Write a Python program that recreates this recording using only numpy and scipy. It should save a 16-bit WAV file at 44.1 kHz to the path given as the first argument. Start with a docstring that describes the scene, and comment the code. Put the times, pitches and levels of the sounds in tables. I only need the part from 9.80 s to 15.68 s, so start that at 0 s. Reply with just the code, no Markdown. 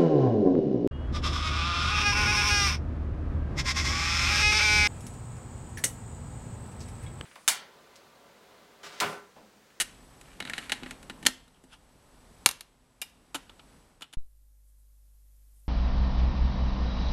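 """Cassette into a portable player on a desk

Close microphone in a small room: a cassette bumps into its bay and snaps home, the lid shuts and keys are worked.
Each touch is a noise crack ringing plastic resonances, with a boom from the desk; slides and rubs are shaped noise.
Behind lie a dull rumble and a thin electronic whine; the microphone's gain control ducks on loud peaks.
The sound fades, then switches with a thump to the headphone output: mains hum, motor buzz and swelling tape hiss.
"""
import sys
import numpy as np
from scipy import signal
from scipy.fft import rfft, irfft
from scipy.io import wavfile
from scipy.ndimage import uniform_filter1d

SR = 44100
rng = np.random.default_rng(int(sys.argv[2]) if len(sys.argv) > 2 else 0)


def bounce(signal):
    """Save signal as a 16-bit WAV file at the path given by the first command-line argument."""
    frames = np.transpose(np.atleast_2d(signal))
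    limited = np.clip(frames, -1, 1)
    pcm = np.round(limited * 32767).astype(np.int16)
    wavfile.write(sys.argv[1], SR, pcm)


N = 259308
TIME = np.arange(N) / SR

# Cassette bumping against its bay, and fingers on the case and keys; levels precede the part's trim.
# Each row: start in seconds, strength in dB, thud in dB re strength, tick in dB re strength, number of touches.
TAPE_BUMPS = [(0.0005, -26.5, -24.5, 0, 5), (0.412, -51, -25, -1, 1), (0.602, -30.5, -12.5, -13, 1),
              (0.624, -38.5, -7, -15, 1), (0.6512, -37.5, -16, -14, 1), (0.6735, -39.5, -27, -24, 1),
              (0.697, -31, -21, -12, 1), (0.7342, -29.5, -27, -17.5, 1), (0.7797, -30, -17.5, -12.5, 2),
              (0.8957, -32.5, -15, -11.5, 2), (0.9193, -22.5, -18.5, -10.5, 2), (1.024, -53, 14, -19, 1),
              (1.033, -39, -4, -15.5, 1), (1.0605, -41, -3, -19, 2), (1.1087, -37.5, -7, -6, 1),
              (1.2285, -51, -9.5, -2.5, 1), (1.2975, -37, -5, -12.5, 2), (1.4275, -44.5, -2.5, -7.5, 2),
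              (1.6785, -55, -7.5, -3.5, 1), (1.838, -56, 12, 2, 2)]
KEY_PRESSES = [(3.545, -28.5, -7, -3.5, 4), (3.695, -43.5, -11.5, -16, 1), (3.794, -47, -12, -21, 1),
               (4.209, -44, -1, -4, 1), (4.2205, -28.5, -20.5, -8.5, 2), (4.241, -42, -16, -16, 1),
               (4.328, -38.5, -20, -4, 1), (4.335, -31.5, -17, -4.5, 1)]
# Cassette snapping under its clips, lid falling shut and bouncing, lid pressed into its catch.
# Each row: start in seconds, clack, thud, knock and tick in dB before the part's trim,
# crack decay to -60 dB in seconds before the part's linger factor.
CLIP_HITS = [(1.4521, -34, -41, -39, -40.5, 0.059), (1.4632, -19, -41.5, -34, -23, 0.03),
             (1.467, -14.5, -36.5, -26.5, -16.5, 0.015), (1.485, -38, -42, -40.5, -38.5, 0.0087)]
LID_HITS = [(2.6602, -12.5, -34.5, -20.5, -12.5, 0.034), (2.6892, -28, -58.5, -35.5, -26, 0.035),
            (2.7112, -35.5, -64, -43, -33, 0.067), (2.808, -34, -73, -45.5, -35, 0.049)]
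CATCH_HITS = [(3.216, -27.5, -55.5, -45, -24.5, 0.044), (3.2187, -25, -51, -36, -30, 0.067)]
# Resonances of each plastic part. Each row: frequency in Hz, width in Hz before hand damping,
# relative level in dB before the scatter from touch to touch.
TAPE_MODES = [(810, 35, -3), (1400, 70, -3.5), (1840, 300, 0), (2180, 31, -3), (2540, 46, -5),
              (2880, 120, -0.5), (3880, 150, -3.5), (4466, 64, -13.5), (6100, 52, -22), (6830, 110, -16.5),
              (7500, 72, -14), (8000, 170, -12.5), (9030, 110, -12.5), (9700, 73, -14.5),
              (10500, 67, -13.5), (10970, 90, -18.5)]
CLIP_MODES = [(870, 72, -4), (1495, 41, -7.5), (1850, 73, -1), (2250, 130, -6.5), (2970, 85, -9.5),
              (3170, 200, -3), (3650, 50, -8.5), (4250, 150, 0), (5000, 60, -14.5), (6290, 98, -8),
              (6500, 160, -4.5), (7100, 64, -2.5), (7560, 38, -5), (7370, 230, -3.5), (8630, 86, -7),
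              (9100, 50, -12), (9400, 34, -12), (9800, 210, -11), (10700, 150, -13.5), (11700, 91, -14.5),
              (12900, 150, -17.5)]
LID_MODES = [(1113, 180, 3.5), (2329, 34, 0), (2755, 85, 1), (3770, 460, 0.5), (4330, 420, -5),
             (4970, 73, -9), (5870, 79, -11), (6400, 250, -2.5), (7035, 120, -7.5), (6500, 52, -12.5),
             (7640, 90, -13), (8800, 200, -12), (8810, 74, -12), (9470, 450, 2), (9500, 330, -5),
             (10300, 54, -7), (11100, 170, 0), (11550, 46, -6.5), (11580, 100, -6.5), (11725, 120, -3),
             (11700, 51, -5), (12800, 71, -15.5)]
CATCH_MODES = [(2410, 72, 2), (2820, 110, 6.5), (3660, 60, 0.5), (4970, 89, -6.5), (6200, 56, -23),
               (7300, 83, -6), (8190, 40, -14), (8860, 92, -3), (9500, 54, -7), (10200, 54, -11),
               (10800, 88, -8), (11500, 230, -13), (11900, 250, -6), (13100, 260, -22)]
KEY_MODES = [(289.7, 23.6, -5), (912, 63, -3.5), (1328, 180, -2), (2540, 110, -4), (2960, 140, 3.5),
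             (3410, 240, -7), (4650, 49, -34), (5060, 48, -33), (5940, 37, -33), (6890, 31, -1),
             (7400, 68, -6.5), (8400, 36, -20), (9000, 48, -15.5), (8400, 60, -8), (9770, 200, -6),
             (10800, 58, -6), (10600, 110, -9), (11300, 43, -22), (12200, 32, -12)]
# Plastic sliding on plastic, fingertips dragging off the cassette, hands shifting the player on the desk.
# Each row: start of the hold in seconds, length of the hold in seconds, gain in dB.
SLIDES = [(0.46, 0.085, -62.5), (0.665, 0.02, -52), (0.75, 0.098, -50.5), (0.93, 0.024, -51.5),
          (1.07, 0.038, -57)]
RUBS = [(1.745, 0.026, -61), (1.932, 0.0087, -44)]
SHIFTS = [(0.68, 0.025, -50), (0.98, 0.55, -57)]
# Spectra of those movements, the room background and the tape hiss.
# Each row: frequency in Hz, relative density in dB per Hz.
SLIDE_COLOUR = [(410, -30), (700, -7.5), (1200, -6.5), (1790, -3), (2010, -6), (2330, -5), (4470, -11),
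                (4950, -18), (8070, -13.5), (11500, -18.5), (14000, -47)]
RUB_COLOUR = [(350, -43), (600, -23), (842, 2), (1110, -9), (1390, -1), (2130, -13), (2670, -2),
              (3340, 1.5), (3880, -10), (5120, -12), (8240, -19), (8990, -11), (12000, -27), (15600, -57),
              (22000, -120)]
SHIFT_COLOUR = [(30, -8), (150, -5), (260, -1.5), (400, -10), (1000, -13), (2000, -25), (8000, -43),
                (15000, -60)]
FLOOR_COLOUR = [(15, -31), (25, 0), (49, -1.5), (75, -7.5), (243, -8), (318, -13), (1000, -16.5),
                (1960, -24), (5880, -29), (7280, -31.5), (7890, -28), (8550, -28), (10300, -30.5),
                (13100, -36), (15000, -64.5)]
HISS_COLOUR = [(20, 23.5), (45, 7), (130, 0.5), (300, -7), (1000, -11.5), (2900, -13), (6000, -8.5),
               (9000, -4.5), (12900, -2), (14200, -9), (15300, -33)]
# Steady background tones. Each row: frequency in Hz, level in dB re the background.
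FLOOR_TONES = [(49, -11.5), (255, -15.5), (10083, -32)]
# Mains hum harmonics. Each row: frequency in Hz, level in dB re the hum.
MAINS = [(50, 1.5), (100, -20), (150, -40), (300, -38), (450, -50), (500, -42)]
# Motor buzz harmonics. Each row: frequency in Hz, level in dB re MOTOR_DB.
MOTOR = [(278.3, -35), (556.6, -35), (834.9, -40), (1113.6, -42.5), (1392.5, -46.5), (1669, -44),
         (1949, -50)]
# Brief flares of the hiss. Each row: start of the hold in seconds, length of the hold in seconds, gain in dB.
FLARES = [(4.88, 0.019, -75), (4.99, 0.02, -76), (5.76, 0.041, -71.5)]

CHATTER_LOSS_DB = 6     # from the first touch of a chatter to the last
ROOM_RING_LOSS_DB = 14  # summed over all directions, the resonances stand out this much less
FLOOR_DB = -54.5
WHINE_HZ, WHINE_WIDTH_HZ, WHINE_DB = 7840, 90, -18.5  # dB re background
THRESHOLD_DB, DUCK_S, RECOVER_DB_PER_S = -19.5, 0.15, 10
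FADE_S, FADE_DB_PER_S = 3.933, 35.5  # start and rate of the microphone's fade
SWITCH_S = 4.371                     # headphone output takes over
HUM_DB, HUM_DB_PER_S = -60, 2        # level at the switch, then steady swell
HISS_DB, HISS_DB_PER_S = -72, 3.5
MOTOR_DB = -58
PING_HZ, PING_DB, PING_T60_S = 3903, -76, 0.27  # a faint, high, fading tone at the switch
CUTOFF_HZ = 15700


def from_db(db):
    """Decibels to gain."""
    return 10 ** (np.asarray(db) / 20)


def rms_one(x):
    """Scale to unit rms."""
    return x / np.sqrt(np.mean(x ** 2) + 1e-20)


def dying(t, t60):
    """Exponential decay, 60 dB down after t60 seconds."""
    return np.exp(-np.log(1000) * t / max(t60, 1e-3))


def strokes(rows, attack_s, release_s):
    """Gain of movements that rise 60 dB over the attack, hold, and fall 60 dB over the release."""
    gain = 0
    for start_s, length_s, db in rows:
        rise = dying(np.maximum(start_s - TIME, 0), attack_s)
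        fall = dying(np.maximum(TIME - start_s - length_s, 0), release_s)
        gain = gain + from_db(db) * rise * fall
    return gain


def bandpass(low_hz, high_hz, order):
    """Band-pass filter sections."""
    return signal.butter(order, [low_hz, high_hz], "band", fs=SR, output="sos")


def band(x, low_hz, high_hz, order=2):
    """Causal band-pass."""
    return signal.sosfilt(bandpass(low_hz, min(high_hz, .45 * SR), order), x)


def noise(colour):
    """Unit-rms noise with the given spectrum."""
    hz, db = np.transpose(colour)
    shape_db = np.interp(np.log(np.fft.rfftfreq(N, 1 / SR) + 1), np.log(hz), db)
    spectrum = rfft(rng.standard_normal(N)) * from_db(shape_db)
    return rms_one(irfft(spectrum, N))


def tones(lines):
    """Steady sines at their rms levels, each from a random phase."""
    return sum(np.sqrt(2) * from_db(db) * np.sin(2 * np.pi * (hz * TIME + rng.random()))
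               for hz, db in lines)


def chatter(bumps, gap_s, knock_db, knock_share, t60):
    """Each bump is a quick run of weakening touches; the heavier its thud, the more it knocks."""
    hits = []
    for start_s, strength_db, thud_db, tick_db, touches in bumps:
        for k, progress in enumerate(np.linspace(0, 1, max(round(touches), 1))):
            clack = strength_db - CHATTER_LOSS_DB * progress ** 2
            knock = clack + knock_db + knock_share * thud_db
            hits.append((start_s + k * gap_s, clack, clack + thud_db, knock, clack + tick_db, t60))
    return hits


def crack(t, t60):
    """Countless short plastic modes, struck evenly: a dying burst with a nearly flat spectrum."""
    burst = rng.standard_normal(len(t)) * dying(t, t60)
    # keep the phases, flatten the magnitudes
    even = irfft(np.exp(1j * np.angle(rfft(burst))), len(t))
    return even * dying(t, 4 * t60)


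def ringing(t, modes, damping_hz, scatter_db):
    """Impulse response of a hand-damped part; each touch weights the modes anew."""
    hz, width_hz, mode_db = np.transpose(modes)[:, :, None]
    decay = np.pi * (width_hz + damping_hz)
    height = from_db(mode_db + scatter_db * rng.standard_normal(hz.shape))
    envelope = height * 2 * decay / SR * np.exp(-decay * t)
    return np.sum(envelope * np.cos(2 * np.pi * hz * t), axis=0)


def contacts(hits, modes, level_db, ring_db, boom_db, top_hz, damping_hz, linger=1, scatter_db=2.5,
             thud_hz=150, clack_hz=5000, tick_hz=5000, boom_hz=255, boom_t60=0.25):
    """Each touch is a crack that sets the part ringing, levelled in four bands, plus a boom.

    Two rows: the sound towards the microphone, and the less ringing sound that spreads into the room."""
    t, long_t = TIME[:SR // 12], TIME[:SR // 3]
    # clack, thud, knock, tick
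    ranges = [(1500, clack_hz), (thud_hz, 380), (480, 1500), (tick_hz, 16000)]
    filters = [bandpass(low, high, 3) for low, high in ranges]
    smooth_top = signal.butter(4, min(top_hz, .45 * SR), fs=SR, output="sos")
    boom = np.sin(2 * np.pi * boom_hz * long_t) * dying(long_t, boom_t60)
    boom /= np.linalg.norm(boom)
    ring_gain = from_db([[ring_db], [ring_db - ROOM_RING_LOSS_DB]])
    out = np.zeros((2, N + SR))
    for start_s, *levels, t60 in hits:
        burst = crack(t, t60 * linger)
        ring = signal.fftconvolve(burst, ringing(t, modes, damping_hz, scatter_db))[:len(t)]
        blow = signal.sosfilt(smooth_top, burst + ring_gain * ring)
        start = max(round(start_s * SR), 0)
        for db, sos in zip(levels, filters):
            part = signal.sosfilt(sos, blow)
            part /= np.linalg.norm(part, axis=1, keepdims=True)
            out[:, start:start + len(t)] += from_db(db) * part
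        # the thud also sets the case booming on the desk
        boom_gain = from_db(levels[1] + boom_db) * rng.choice([-1, 1])
        out[:, start:start + len(boom)] += boom_gain * boom
    # before the trim, a level is the rms that the blow would have if it lasted 6 ms
    return from_db(level_db) * out[:, :N] * np.sqrt(.006 * SR)


def friction(colour, grains_per_s, grain_db):
    """A smooth rub with tiny slips in it."""
    slips = (rng.random(N) < grains_per_s / SR) * rng.standard_normal(N)
    return noise(colour) + from_db(grain_db) * rms_one(band(slips, 1300, 3100))


def handling():
    """The cassette slides, fingertips drag over it and the player shifts dully on the desk."""
    sliding = friction(SLIDE_COLOUR, grains_per_s=440, grain_db=-2)
    rubbing = friction(RUB_COLOUR, grains_per_s=580, grain_db=-17.0)
    slide = strokes(SLIDES, attack_s=0.11, release_s=.3) * sliding
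    rub = strokes(RUBS, attack_s=.11, release_s=0.079) * rubbing
    shift = strokes(SHIFTS, attack_s=0.43, release_s=1.0) * noise(SHIFT_COLOUR)
    return slide + rub + shift


def ping(t):
    """A faint, high tone that fades away after the switch."""
    return tones([(PING_HZ, PING_DB)]) * dying(t, PING_T60_S)


def headphone_output(thump_db=-22, rise_s=0.0026, fall_s=0.044, swing_hz=1.9):
    """A voltage step drains through the coupling capacitor; hum, motor buzz and tape hiss remain."""
    t = np.maximum(TIME - SWITCH_S, 0)
    onset = 1 - np.exp(-t / rise_s)
    thump = -from_db(thump_db) * onset * np.exp(-t / fall_s) * np.cos(2 * np.pi * swing_hz * t)
    hum = from_db(HUM_DB + HUM_DB_PER_S * t) * tones(MAINS)
    motor = from_db(MOTOR_DB) * tones(MOTOR)
    hiss = from_db(HISS_DB + HISS_DB_PER_S * t) * noise(HISS_COLOUR)
    flare_noise = rms_one(band(rng.standard_normal(N), 7720, 11000))
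    flares = strokes(FLARES, attack_s=.15, release_s=.15) * flare_noise
    return thump + (hum + motor + hiss + flares) * onset


def after_switch(rise_s=0.0026):
    """The headphone output, with a faint fading ping heard at the switch."""
    t = np.maximum(TIME - SWITCH_S, 0)
    return headphone_output(rise_s=rise_s) + ping(t) * (1 - np.exp(-t / rise_s))


def room(direct, spread, wet_db=-15, t60=0.45, treble_db=-2, treble_t60=0.3,
         early_db=-14, early_t60=0.095, split_hz=4500):
    """Quick reflections from desk and hands, then a short diffuse tail whose treble dies first."""
    t = TIME[:SR // 2]
    build_up = 1 - np.exp(-(t / 0.0016) ** 2)
    white = rng.standard_normal((3, len(t))) * build_up
    body = band(white[0], 100, split_hz) * dying(t, t60)
    treble = from_db(treble_db) * band(white[1], split_hz, 14000) * dying(t, treble_t60)
    tail = from_db(wet_db) * (body + treble) / np.linalg.norm(dying(t, t60))
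    early = white[2] * dying(t, early_t60)
    early *= from_db(early_db) / np.linalg.norm(early)
    return direct + signal.fftconvolve(spread, tail + early)[:N]


def background():
    """Steady room rumble with tones, and a thin, unsteady electronic whine of narrow-band noise."""
    low_hz, high_hz = WHINE_HZ - WHINE_WIDTH_HZ / 2, WHINE_HZ + WHINE_WIDTH_HZ / 2
    whine = rms_one(band(rng.standard_normal(N), low_hz, high_hz))
    return from_db(FLOOR_DB) * (noise(FLOOR_COLOUR) + tones(FLOOR_TONES) + from_db(WHINE_DB) * whine)


def gain_control(x):
    """A peak over the threshold pulls the gain smoothly down by its excess; the gain then creeps back."""
    power = np.abs(uniform_filter1d(x ** 2, size=SR // 500))
    excess_db = np.maximum(10 * np.log10(power + 1e-12) - THRESHOLD_DB, 0)
    # running maximum along a slope: the held excess falls at the recovery rate
    recovery_db = RECOVER_DB_PER_S * TIME
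    held_db = np.maximum.accumulate(excess_db + recovery_db) - recovery_db
    pole = np.exp(-1 / (DUCK_S * SR))
    return x * from_db(-signal.lfilter([1 - pole], [1, -pole], held_db))


def scene():
    """The handling in the room, faded out just before the switch to the headphone output."""
    tape_hits = chatter(TAPE_BUMPS, gap_s=.0052, knock_db=-3.5, knock_share=0.39, t60=0.034)
    key_hits = chatter(KEY_PRESSES, gap_s=0.0044, knock_db=2, knock_share=0.61, t60=0.043)
    tape = contacts(tape_hits, TAPE_MODES, level_db=-0.5, ring_db=10.5, boom_db=-1.5, top_hz=10700,
                    damping_hz=50, scatter_db=6.0, clack_hz=4070, tick_hz=6100)
    clips = contacts(CLIP_HITS, CLIP_MODES, level_db=-0.5, ring_db=11.5, boom_db=5, top_hz=11400,
                     damping_hz=70, linger=1.0)
    lid = contacts(LID_HITS, LID_MODES, level_db=0.5, ring_db=9, boom_db=-9, top_hz=11900,
                   damping_hz=90, linger=0.49, thud_hz=70)
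    catch = contacts(CATCH_HITS, CATCH_MODES, level_db=1.0, ring_db=17.5, boom_db=-5, top_hz=12400,
                     damping_hz=50, linger=0.97)
    keys = contacts(key_hits, KEY_MODES, level_db=0.5, ring_db=11.5, boom_db=-3.5, top_hz=11200,
                    damping_hz=51.3, scatter_db=5, clack_hz=4400, tick_hz=5470, boom_hz=270, boom_t60=0.15)
    direct, spread = tape + clips + lid + catch + keys + handling()
    microphone = gain_control(room(direct, spread) + background())
    fade = from_db(-FADE_DB_PER_S * np.maximum(TIME - FADE_S, 0))
    cut = np.clip((SWITCH_S - TIME) / .028, 0, 1) ** 2
    return (microphone * fade * cut + after_switch())[None]


def record(dry):
    """The hardest peaks are rounded and the top is cut steeply."""
    rounded = dry / (1 + (dry / .92) ** 4) ** (1 / 4)
    steep_cut = signal.ellip(10, .1, 80, CUTOFF_HZ, fs=SR, output="sos")
    return signal.sosfilt(steep_cut, rounded)


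dry = scene()
out = record(dry)
bounce(out)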